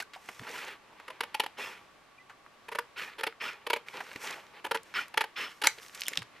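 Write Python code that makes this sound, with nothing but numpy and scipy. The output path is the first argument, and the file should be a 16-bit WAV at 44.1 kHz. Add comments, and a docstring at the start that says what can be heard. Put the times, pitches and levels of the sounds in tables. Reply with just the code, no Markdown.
"""Scissors cut a strip off a sheet of thin card, close up, over a craft table in a small room.
Each squeeze breaks the card in short bites: bursts of crackling fibres that set the held sheet ringing.
Between squeezes the opening blades rasp along the cut: uneven friction through card and blade resonances.
Ticks, squeaks, crinkles and thumps (shaped noise, wavering tones) fill in the handling over soft room noise.
The last squeeze snaps shut with a damped steel ring; then scissors and card are put down."""
import sys
import numpy as np
from scipy import signal
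from scipy.fft import rfft, irfft
from scipy.io import wavfile

SR = 44100
rng = np.random.default_rng(int(sys.argv[2]) if len(sys.argv) > 2 else 0)


def wav_out(sig):
    """Save sig, one row per channel (or a flat mono array), as 16-bit PCM at SR to the path in sys.argv[1]."""
    wavfile.write(sys.argv[1], SR, np.round(np.clip(np.atleast_2d(sig).T, -1, 1) * 32767).astype(np.int16))


N = 282240
TIME, FREQS = np.arange(N) / SR, np.arange(N // 2 + 1) * SR / N
SHORT = TIME[:8192]  # time axis of a single short sound

# Levels are those at each source, ahead of the trims in its function, the room and the recorder.
# Background noise colour: f/Hz, density/dB
ROOM_TONE = [(20, -19), (40, -16), (120, -12), (350, -9.5), (900, -8.5), (1400, -10.5), (2400, -13),
             (3000, -16), (6000, -26.5), (14000, -37.5)]
# Stereo difference of that noise, relative to its middle: f/Hz, level/dB
ROOM_TONE_SIDE = [(40, -7.5), (250, -4), (1100, -6.5), (3000, -5.5), (7000, -0.5)]
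# Clicks of card, pivot and handles: t/s, peak level/dB, centre f/Hz, width/octaves, ring t60/s
TICKS = [(.001, -24, 1400, 1.234, 0.0636), (.023, -33, 2500, 2.75, 0.029),
         (0.135, -37.5, 1997, 0.85, 0.089), (.15, -36.5, 2310, 0.764, .021),
         (.288, -28, 1540, 0.675, 0.0203), (.395, -31, 1680, 0.91, 0.0153),
         (.999, -33.5, 1270, 0.78, 0.0385), (2.296, -38, 1300, 0.72, 0.101),
         (2.463, -40, 1113, 0.593, 0.0254), (3.325, -36.5, 1630, 0.465, 0.0123),
         (3.533, -36.5, 2500, 0.95, 0.0079), (3.885, -27.5, 2100, 0.613, 0.019),
         (3.971, -30.5, 2204, 0.74, 0.012), (4.005, -26, 1200, 0.74, .05), (4.115, -33.5, 1875, 0.53, .031),
         (4.16, -26.5, 1660, 0.796, 0.0181), (4.467, -42.5, 2310, 0.78, 0.0086),
         (4.772, -31, 2380, 0.54, 0.0137), (4.832, -43, 6870, 0.65, 0.0135),
         (4.94, -28, 1494, 0.61, 0.0133), (4.97, -21.5, 1980, 0.356, 0.0041),
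         (5.082, -36, 7050, 1.9, 0.0088), (5.784, -35, 2497, 0.665, 0.0319),
         (5.948, -33.5, 4150, 1.09, 0.046), (6.008, -24, 7930, 1.35, 0.0074),
         (6.018, -19.5, 3290, 0.61, 0.0118), (6.035, -26.5, 3770, 0.79, 0.0122),
         (6.134, -25.5, 2478, 0.523, 0.019), (6.174, -10.5, 2734, 0.612, 0.00328)]
# Edges and handles catch and squeak: t/s, length/s, f/Hz, level/dB
SQUEAKS = [(0.023, 0.0095, 1511, -34.5), (2.18, 0.0129, 2420, -50), (2.184, 0.047, 2004, -54.5),
           (4.984, 0.0165, 1440, -25.5), (6.06, 0.0022, 3200, -32), (6.066, 0.00278, 3174, -30),
           (6.075, 0.00246, 3240, -30.5)]
# The hand shifts the sheet: t/s, attack/s, hold/s, time to fall 20 dB/s (sign ignored), rasp level/dB,
# flex level re rasp/dB, hiss level re rasp/dB
SHEET_SHIFTS = [(0.109, 0.2025, 0.097, 0.1371, -56, -2.5, -4),
                (0.408, 0.0708, 0.2421, 0.055, -44, -2.5, -15.5),
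                (0.477, 0.0865, 0.0424, 0.0762, -57, -9.5, 1), (0.801, 0.099, 0.475, 0.22, -61, 0, -24.5),
                (3.516, 0.024, 0.06, 0.78, -63, 3.5, -35), (3.86, 0.01274, 0.378, -0.33, -54.5, -3, -7),
                (3.932, 0.0096, 0.0332, 0.0463, -44, 0.5, -32), (4.194, 0.045, 0.0125, 0.1, -46, -4, -1),
                (4.222, 0.0632, 0.0531, 0.1137, -43.5, -2, -17),
                (4.515, 0.057, 0.0243, -0.0144, -57.5, 3, -30),
                (4.845, 0.0146, 0.037, 0.62, -59.5, -4.5, -8), (5.479, 0.024, 0.039, 0.48, -69, -12.5, 4),
                (5.677, 0.017, 0.068, -0.31, -60.5, -7.5, -0.5),
                (5.806, 0.014, 0.0165, 0.16, -59, -12.5, 3.5),
                (5.922, 0.0356, 0.2414, 0.01, -54.5, -4.5, -4), (6.284, 0.08, 0.075, .05, -61, -20.5, -20)]
# The blades open and slide on along the cut: t/s, attack/s, hold/s, time to fall 20 dB/s, scrape level/dB,
# blade ring level re card rasp/dB, upper blade mode level/dB
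BLADE_OPENINGS = [(1.567, 0.0154, 0.0878, 0.142, -40.5, 2.5, 0), (2.956, 0.0253, 0.0564, 0.1, -36, -3, -2),
                  (3.399, 0.0174, 0.0672, 0.0752, -35, 4.5, 1),
                  (4.939, 0.0066, 0.0681, 0.0423, -33.5, 1.5, -1),
                  (5.357, 0.0088, 0.0812, 0.0727, -35, 1.5, 8)]
# Rasp of the card under the sliding blades: f/Hz, density/dB
RASP_COLOUR = [(60, -57.5), (300, -31), (900, 1.5), (1400, 4), (2000, 6.5), (2600, 3), (3400, -3.5),
               (4300, -4), (4800, -8), (6000, -41.5), (9000, -33)]
# Hiss of the fine nap of the card: f/Hz, level/dB
HISS_COLOUR = [(3000, -3), (5500, 12), (7500, 7.5), (10000, 3.5), (14000, 2.5)]
# Blades ringing where their edges rub: f/Hz, width/Hz, level/dB
EDGE_MODES = [(1392, 349, -1), (1857, 277, -0.5), (2430, 457, 0), (2685.5, 154, -2.5), (3001, 287, -3),
              (3327, 153, -3.5), (4263, 93, -15.5), (5232, 265, -11), (5890, 146, -20.5)]
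# Flexing of the held sheet, before each grip retunes and tilts it: f/Hz, width/Hz, level/dB
SHEET_MODES = [(445.2, 25.3, 2.5), (539.5, 63, -1), (879.6, 76.4, 4), (958.7, 82, -11)]
# Soft knocks of hand, card and handles on the table: t/s, peak level/dB, f/Hz, t60/s
THUMPS = [(.158, -37.5, 823, 0.0163), (.287, -34, 585, 0.0039), (0.397, -43, 124, 0.048),
          (0.412, -39.5, 256, 0.0287), (.495, -37.5, 474, 0.0214), (4.156, -37, 263, 0.0096),
          (5.776, -42, 452, 0.029), (6.114, -40, 380, 0.0098), (6.178, -37.5, 158.6, 0.031),
          (6.201, -46, 115.8, 0.088)]
# The card crinkles while it is moved: start t/s, end t/s, crinkles per s, typical peak level/dB
HANDLING = [(0.236, .44, 54.8, -46.5), (0.473, .71, 53, -37), (3.893, 4.15, 35.3, -40.5),
            (4.209, 4.35, 50, -30), (5.757, 5.95, 37, -40), (5.95, 6.24, 56.8, -33.5)]
# The blades break through the card: t/s, nominal length/s, crunch level/dB
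BITES = [(1.079, 0.0097, -43), (1.101, 0.00945, -44), (1.2056, 0.008, -28), (1.234, 0.00786, -36),
         (1.343, 0.00947, -31.5), (1.397, 0.00925, -25), (1.435, 0.01144, -40), (1.462, 0.0079, -39),
         (2.682, 0.0121, -45), (2.715, 0.01897, -42.5), (2.749, 0.0124, -37), (2.7858, 0.0102, -29.5),
         (3.182, 0.0201, -41.5), (3.208, 0.00604, -36.5), (3.233, 0.00972, -28), (3.266, 0.01356, -32),
         (3.665, 0.01052, -36), (3.699, 0.0104, -28.5), (3.731, 0.01043, -26.5), (3.761, 0.0142, -39.5),
         (4.642, 0.0132, -38), (4.659, 0.01336, -43.5), (4.7102, 0.0121, -29.5), (4.745, 0.01943, -33),
         (5.14, 0.0065, -39.5), (5.173, 0.009, -22), (5.206, 0.0148, -27.5), (5.239, 0.009, -36),
         (5.615, 0.0122, -33.5), (5.636, 0.0151, -27), (5.652, 0.0159, -32), (5.667, 0.00995, -24.5)]
# Each squeeze holds the sheet anew: middle t/s, flex level re crunch/dB, fibre snap level re crunch/dB,
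# upper crunch level re lower/dB, tilt of the sheet modes/dB per octave, their tuning ratio
SQUEEZES = [(1.09, -2.5, -10.5, -1, 0, 1.15), (1.22, -3.5, -9, -1, -1.5, 1.08),
            (1.4, 1, -7, 6, 12.5, 1.013), (2.74, 0.5, -9, -2.5, -0.5, 1.054),
            (3.23, -3.5, -10, 1.5, -2, 1.024), (3.71, 1.5, -8.5, 5.5, 3, 1.074),
            (4.7, 2, -8.5, -1, 5, 1.0306), (5.19, -1, -9.5, 1, 8.5, 1.024),
            (5.64, -4.5, -6, 1.5, 1.5, 1.014)]
# Crunch of the breaking card: f/Hz, density/dB
CRUNCH_COLOUR = [(30, -30.5), (120, -57), (300, -16.5), (800, -8.5), (1200, 0), (1650, 1), (2050, -1),
                 (2450, -3), (3300, -4), (3900, -12), (4500, -16), (6000, -28), (12000, -65)]
# Bright snap of single fibres: f/Hz, level/dB
FIBRE_COLOUR = [(2000, -46), (4000, 3), (4900, 6.5), (6200, -1.5), (7500, -4.5), (9200, -4.5), (10400, 0.5),
                (11300, 3), (12200, -19), (14000, 0)]
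# Steel hits steel or the table: t/s, peak level/dB, treble tilt/dB (doubled in the level at 14 kHz)
CLACKS = [(5.671, -2.5, -6.5), (5.6728, -7.5, 1), (6.0828, -8, 3)]
# Damped ring of the steel: f/Hz, level/dB, t60/s
STEEL_MODES = [(1555, 12, 0.0435), (2220, 8, 0.0246), (3060, -17.5, .1), (4070, 12.5, 0.0137),
               (6098, 11, 0.0273), (7165, 8.5, 0.0583), (8980, 4.5, 0.0292), (10300, -12, .025),
               (10940, 4.5, 0.02), (13300, -1, 0.027)]
# Lead of the left port over the right: f/Hz, phase/rad
PORT_PHASE = [(0, 0), (2000, 0.123), (6000, 0.31), (10000, 0.775), (14000, 0.61)]


def undb(db):
    """Decibels to gain."""
    return 10 ** (np.asarray(db) / 20)


def unit(x):
    """Scale to rms 1."""
    return x / np.sqrt(np.mean(x ** 2))


def peak_at(db, x):
    """Scale to a peak level in dB."""
    return x * undb(db) / np.abs(x).max()


def add(track, s, sound):
    """Mix a sound into a track at s seconds."""
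    start = max(int(s * SR), 0)
    track[start:start + len(sound)] += sound[:N - start]


def through(x, response):
    """Play x through an impulse response."""
    return signal.fftconvolve(x, response)[:len(x)]


def colour(points, size=4096):
    """Causal, minimum-phase impulse response of a (Hz, dB) spectrum."""
    hz, db = np.transpose(points)
    bins_hz = np.arange(size // 2 + 1) * SR / size
    gain = undb(np.interp(np.log(bins_hz + 1), np.log(hz), db))
    # folding the cepstrum forward puts the energy as early as it can be
    cepstrum = irfft(np.log(gain))
    cepstrum[1:size // 2] *= 2
    cepstrum[size // 2 + 1:] = 0
    return irfft(np.exp(rfft(cepstrum)))


def resonances(modes):
    """Impulse response of steep resonances, each swelling briefly before it decays."""
    response = 0
    for hz, width, db in modes:
        swell_and_decay = width ** 2 * SHORT * np.exp(-np.pi * width * SHORT)
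        response = response + undb(db) * swell_and_decay * np.cos(2 * np.pi * hz * SHORT)
    return response


def sheet_response(tilt_db, tuning):
    """Impulse response of the flexing card for one grip: damped modes, retuned and tilted."""
    response = 0
    for hz, width, db in SHEET_MODES:
        decay = width * np.exp(-np.pi * width * SHORT)
        response = response + undb(db + tilt_db * np.log2(hz)) * decay * np.cos(2 * np.pi * hz * tuning * SHORT)
    return response


def crackle(count, spread_db):
    """Dense tiny fractures of very unequal size."""
    return rng.standard_normal(count) * undb(spread_db * rng.standard_normal(count))


def walk(rate):
    """Random drift with a spread near 1, gliding between new values at the given rate per second."""
    knots = rng.standard_normal(N)
    return np.interp(TIME * rate, np.arange(N), knots)


def room_tone(tone_db=-60.0, waver_db=1, waver_rate=1.772, whine_hz=1140, whine_width=80, whine_db=-67.0):
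    """Soft, slightly wavering noise with a faint whine, as of a small fan."""
    mid, side = (unit(through(rng.standard_normal(N), colour(ROOM_TONE))) for _ in range(2))
    whine = unit(through(rng.standard_normal(N), resonances([(whine_hz, whine_width, 0)])))
    air = mid + through(side, colour(ROOM_TONE_SIDE)) * np.array([[1], [-1]])
    return air * undb(tone_db + waver_db * walk(waver_rate)) + undb(whine_db) * whine


def ticks(skirt_db=13, after_db=-25, after_t60=0.034):
    """A sharp contact with a brief rattle, coloured by the part that is touched."""
    out, hz = np.zeros(N), np.geomspace(50, SR / 2, num=60)
    for s, db, centre_hz, octaves, ring_t60 in TICKS + crinkles():
        contact_and_rattle = undb(-60 * SHORT / ring_t60) + undb(after_db - 60 * SHORT / after_t60)
        force = rng.standard_normal(len(SHORT)) * contact_and_rattle
        # one broad hump around the centre, with falling skirts
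        shape = -skirt_db * np.log10(1 + (np.log2(hz / centre_hz) / octaves) ** 4)
        tick = through(force, colour(np.column_stack([hz, shape])))
        add(out, s, peak_at(db, tick))
    return out


def squeaks(waver=0.01192, waver_rate=250):
    """Brief stick-slip tones of unsteady pitch."""
    out, drift = np.zeros(N), 1 + waver * walk(waver_rate)
    for s, length, hz, db in SQUEAKS:
        swell = np.sin(np.pi * np.clip((TIME - s) / length, 0, 1))
        phase = 2 * np.pi * np.cumsum(hz * drift) / SR
        out += undb(db) * swell * np.sin(phase)
    return out


def stroke(s, attack, hold, release, arch_db=2, braking=1.075):
    """One hand movement: it rises, holds in a slight arch, then falls ever faster as the hand stops."""
    since = TIME - s
    rise = np.clip(since / attack, 0, 1)
    arch = np.sin(np.pi * np.clip(since / (attack + hold), 0, 1)) - 1
    fall = (np.maximum(since - attack - hold, 0) / abs(release)) ** braking
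    return rise * undb(arch_db * arch - 20 * fall)


def slides(spread_db=5.5, fine_db=3, catch_db=1.5, catch_rate=170, wander_db=3.0, wander_rate=60,
           split_hz=2500, sheet_db=-5, shift_ring_db=-6, slide_db=-0.1454):
    """Uneven friction shakes the card and rings the blades; the colour wanders as the contact moves."""
    catches = undb(catch_db * walk(catch_rate))
    rub = crackle(N, spread_db) * catches
    scratch = crackle(N, spread_db) * catches

    def wandering(drive, body):
        """Friction through a body whose level wanders."""
        return through(drive, body) * undb(wander_db * walk(wander_rate))

    flapping = colour([(40, -28), (150, -10.5), (400, -2.5), (700, 3.5), (1000, 8.5), (1500, -5.5), (4000, -69.5)])
    rasp = unit(wandering(rub, colour(RASP_COLOUR)))
    flap = unit(wandering(rub, flapping))
    sheet = unit(wandering(rub, sheet_response(0, 0.932)))
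    card = unit(flap + undb(sheet_db) * sheet)
    # the nap is finer grained and feels the catches less
    hiss = unit(through(crackle(N, fine_db), colour(HISS_COLOUR)) * np.sqrt(catches))
    edge_rings = [(mode[0], wandering(scratch, resonances([mode]))) for mode in EDGE_MODES]

    def scrape(ring_db, upper_db):
        """Rasp of the card with the ring of the blades in it."""
        edges = unit(sum(ring * undb(upper_db * (hz > split_hz)) for hz, ring in edge_rings))
        return unit(rasp + undb(ring_db) * edges)

    # alike in every opening: flutter of the sheet and hiss of its nap, swelling more slowly than the scrape
    flex_and_nap = undb(-45) * card + undb(-52) * hiss
    swell_s = 0.0276
    out = np.zeros(N)
    for s, attack, hold, release, db, ring_db, upper_db in BLADE_OPENINGS:
        swelling = np.clip((TIME - s) / swell_s, 0, 1) * flex_and_nap
        out += stroke(s, attack, hold, release) * (undb(db) * scrape(ring_db, upper_db) + swelling)
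    rustle = scrape(shift_ring_db, 0)
    for s, attack, hold, release, db, flex_db, hiss_db in SHEET_SHIFTS:
        shift = rustle + undb(flex_db) * card + undb(hiss_db) * hiss
        out += stroke(s, attack, hold, release) * undb(db) * shift
    return undb(slide_db) * out


def thumps(push_s=0.00786):
    """Soft pushes into a low, damped resonance."""
    out = np.zeros(N)
    for s, db, hz, t60 in THUMPS:
        push = rng.standard_normal(len(SHORT)) * SHORT * np.exp(-2 * SHORT / push_s)
        thump = through(push, undb(-60 * SHORT / t60) * np.cos(2 * np.pi * hz * SHORT))
        add(out, s, peak_at(db, thump))
    return out


def crinkles(centre_hz=2400, octaves=0.847, ring_t60=0.0066, spread_db=-1.0):
    """Small random buckles of the moving card, as rows like those of TICKS, each with its own size and pitch."""
    rows = []
    for start, end, rate, db in HANDLING:
        gap, size, pitch = rng.uniform(-1, 1, (64, 3)).T
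        times = start + np.cumsum(1 + gap) / rate
        for s, a, p in zip(times, size, pitch):
            if s < end:
                rows.append((s, db + spread_db * a, centre_hz * 2 ** p, octaves, ring_t60))
    return rows


def bites(skew=0.714, fullness=0.772, overrun=1.186, spread_db=4, after_db=-22, after_t60=0.285,
          crunch_db=-1.0, fray_db=-10, split_hz=2300):
    """Each bite is a swelling burst of breaking fibres; the sheet flexes with it and shivers on."""
    usual_bite_db, flex_loss_db_per_db = -35.5, 0.194  # harder bites flex the sheet relatively less
    dulling_db_per_s = 45  # the crunch dulls as the cut runs towards the tips
    sharpening_per_s = 5.9  # the blades ease in early in a squeeze and catch more abruptly later
    detuning = 0.026  # largest share by which a bite detunes the sheet
    out, fibres = np.zeros(N), colour(FIBRE_COLOUR)
    for s, length, db in BITES:
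        squeeze = min(SQUEEZES, key=lambda row: abs(row[0] - s))
        middle, grip_db, snap_db, upper_db, tilt, tuning = squeeze
        into_squeeze = s - middle
        flex_db = grip_db - flex_loss_db_per_db * (db - usual_bite_db)
        upper = upper_db - dulling_db_per_s * into_squeeze
        sheet = sheet_response(tilt, tuning * (1 + detuning * rng.uniform(-0.99, 1)))
        crunch = colour([(hz, level + upper * (hz > split_hz)) for hz, level in CRUNCH_COLOUR])

        progress = np.clip(SHORT / (length * overrun), 0, 1)
        lean = max(skew - sharpening_per_s * into_squeeze, .3)  # lower puts the peak earlier
        burst = np.abs(np.sin(np.pi * progress ** lean)) ** fullness
        shiver = undb(after_db - 60 * SHORT / after_t60) * progress
        grain = crackle(len(SHORT), spread_db)
        parts = [(crunch, burst + shiver, crunch_db),
                 (sheet, burst + shiver / 2, flex_db),
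                 (fibres, burst + undb(fray_db) * shiver, snap_db)]
        # the level is the rms with all energy counted over the nominal length
        loudness = np.sqrt(length / SHORT[-1])
        for body, drive, part_db in parts:
            add(out, s, unit(through(grain * drive, body)) * undb(db + part_db) * loudness)
    return out


def clacks(crack_t60=0.005, ring_db=-30):
    """A hard noise crack with the damped ring of the steel in it."""
    out = np.zeros(N)
    ring = sum(undb(db - 60 * SHORT / t60) * np.sin(2 * np.pi * hz * SHORT) for hz, db, t60 in STEEL_MODES)
    for s, db, tilt in CLACKS:
        crack = rng.standard_normal(len(SHORT)) * undb(-60 * SHORT / crack_t60)
        hit = colour([(60, -44), (300, -13.5), (1100, -19.5), (2000, -1.0), (5000, -3), (14000, 2 * tilt - 6)])
        add(out, s, peak_at(db, through(crack + undb(ring_db) * ring, hit)))
    return out


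def ports(x, balance_db=-.7, scatter_db=-14, scatter_s=0.00245):
    """Two close ports hear the work a moment apart; table reflections scatter the treble between them."""
    lead = np.interp(FREQS, *np.transpose(PORT_PHASE))
    pair = []
    for sign in (1, -1):
        shifted = irfft(rfft(x) * np.exp(.5j * sign * lead), N)
        pair.append(shifted * undb(sign * balance_db / 2))
    reflections = rng.standard_normal(len(SHORT)) * SHORT * np.exp(-2 * SHORT / scatter_s)
    treble = colour([(1000, -38), (4000, -16.5), (8000, -4.5), (13000, -37.0)])
    scattered = through(through(x, reflections / np.linalg.norm(reflections)), treble)
    return np.array(pair) + undb(scatter_db) * scattered * np.array([[1], [-1]])


def room(dry, wet_db=-15, low_t60=0.149, high_t60=0.188, split_hz=3000, build_s=0.00413,
         low_side_db=-13, high_side_db=-4, absorb_db=-7):
    """A short noise tail from table and walls; only its treble differs much between the ports."""
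    t, out = TIME[:SR // 2], 0
    dry = through(dry, colour([(5000, 0.0044), (11000, absorb_db)]))  # paper and cloth soak up the top
    for kind, t60, side_db in ("low", low_t60, low_side_db), ("high", high_t60, high_side_db):
        band = signal.butter(2, split_hz, kind, fs=SR, output="sos")
        decay = undb(-60 * t / t60) * (1 - np.exp(-(t / build_s) ** 2))
        decay = decay / np.linalg.norm(decay)
        mid, side = (through(dry, signal.sosfilt(band, rng.standard_normal(len(t))) * decay) for _ in range(2))
        out = out + mid + undb(side_db) * side * np.array([[1], [-1]])
    return undb(wet_db) * out


def scene(lowest_hz=95):
    """All the handwork, its room and the background noise."""
    # card and blades are too small to radiate deep bass
    small = signal.butter(2, lowest_hz, "high", fs=SR, output="sos")
    card_and_blades = ticks() + squeaks() + slides() + bites() + clacks()
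    work = signal.sosfilt(small, card_and_blades) + thumps()
    return ports(work) + room(work) + room_tone()


def record(dry, top_hz=14000):
    """The recorder softly rounds the loudest peaks and cuts the top."""
    rounded = np.tanh(1.3 * dry) / 1.3
    return signal.sosfilt(signal.ellip(8, .2, 70, top_hz, fs=SR, output="sos"), rounded)


dry = scene()
out = record(dry)
wav_out(out)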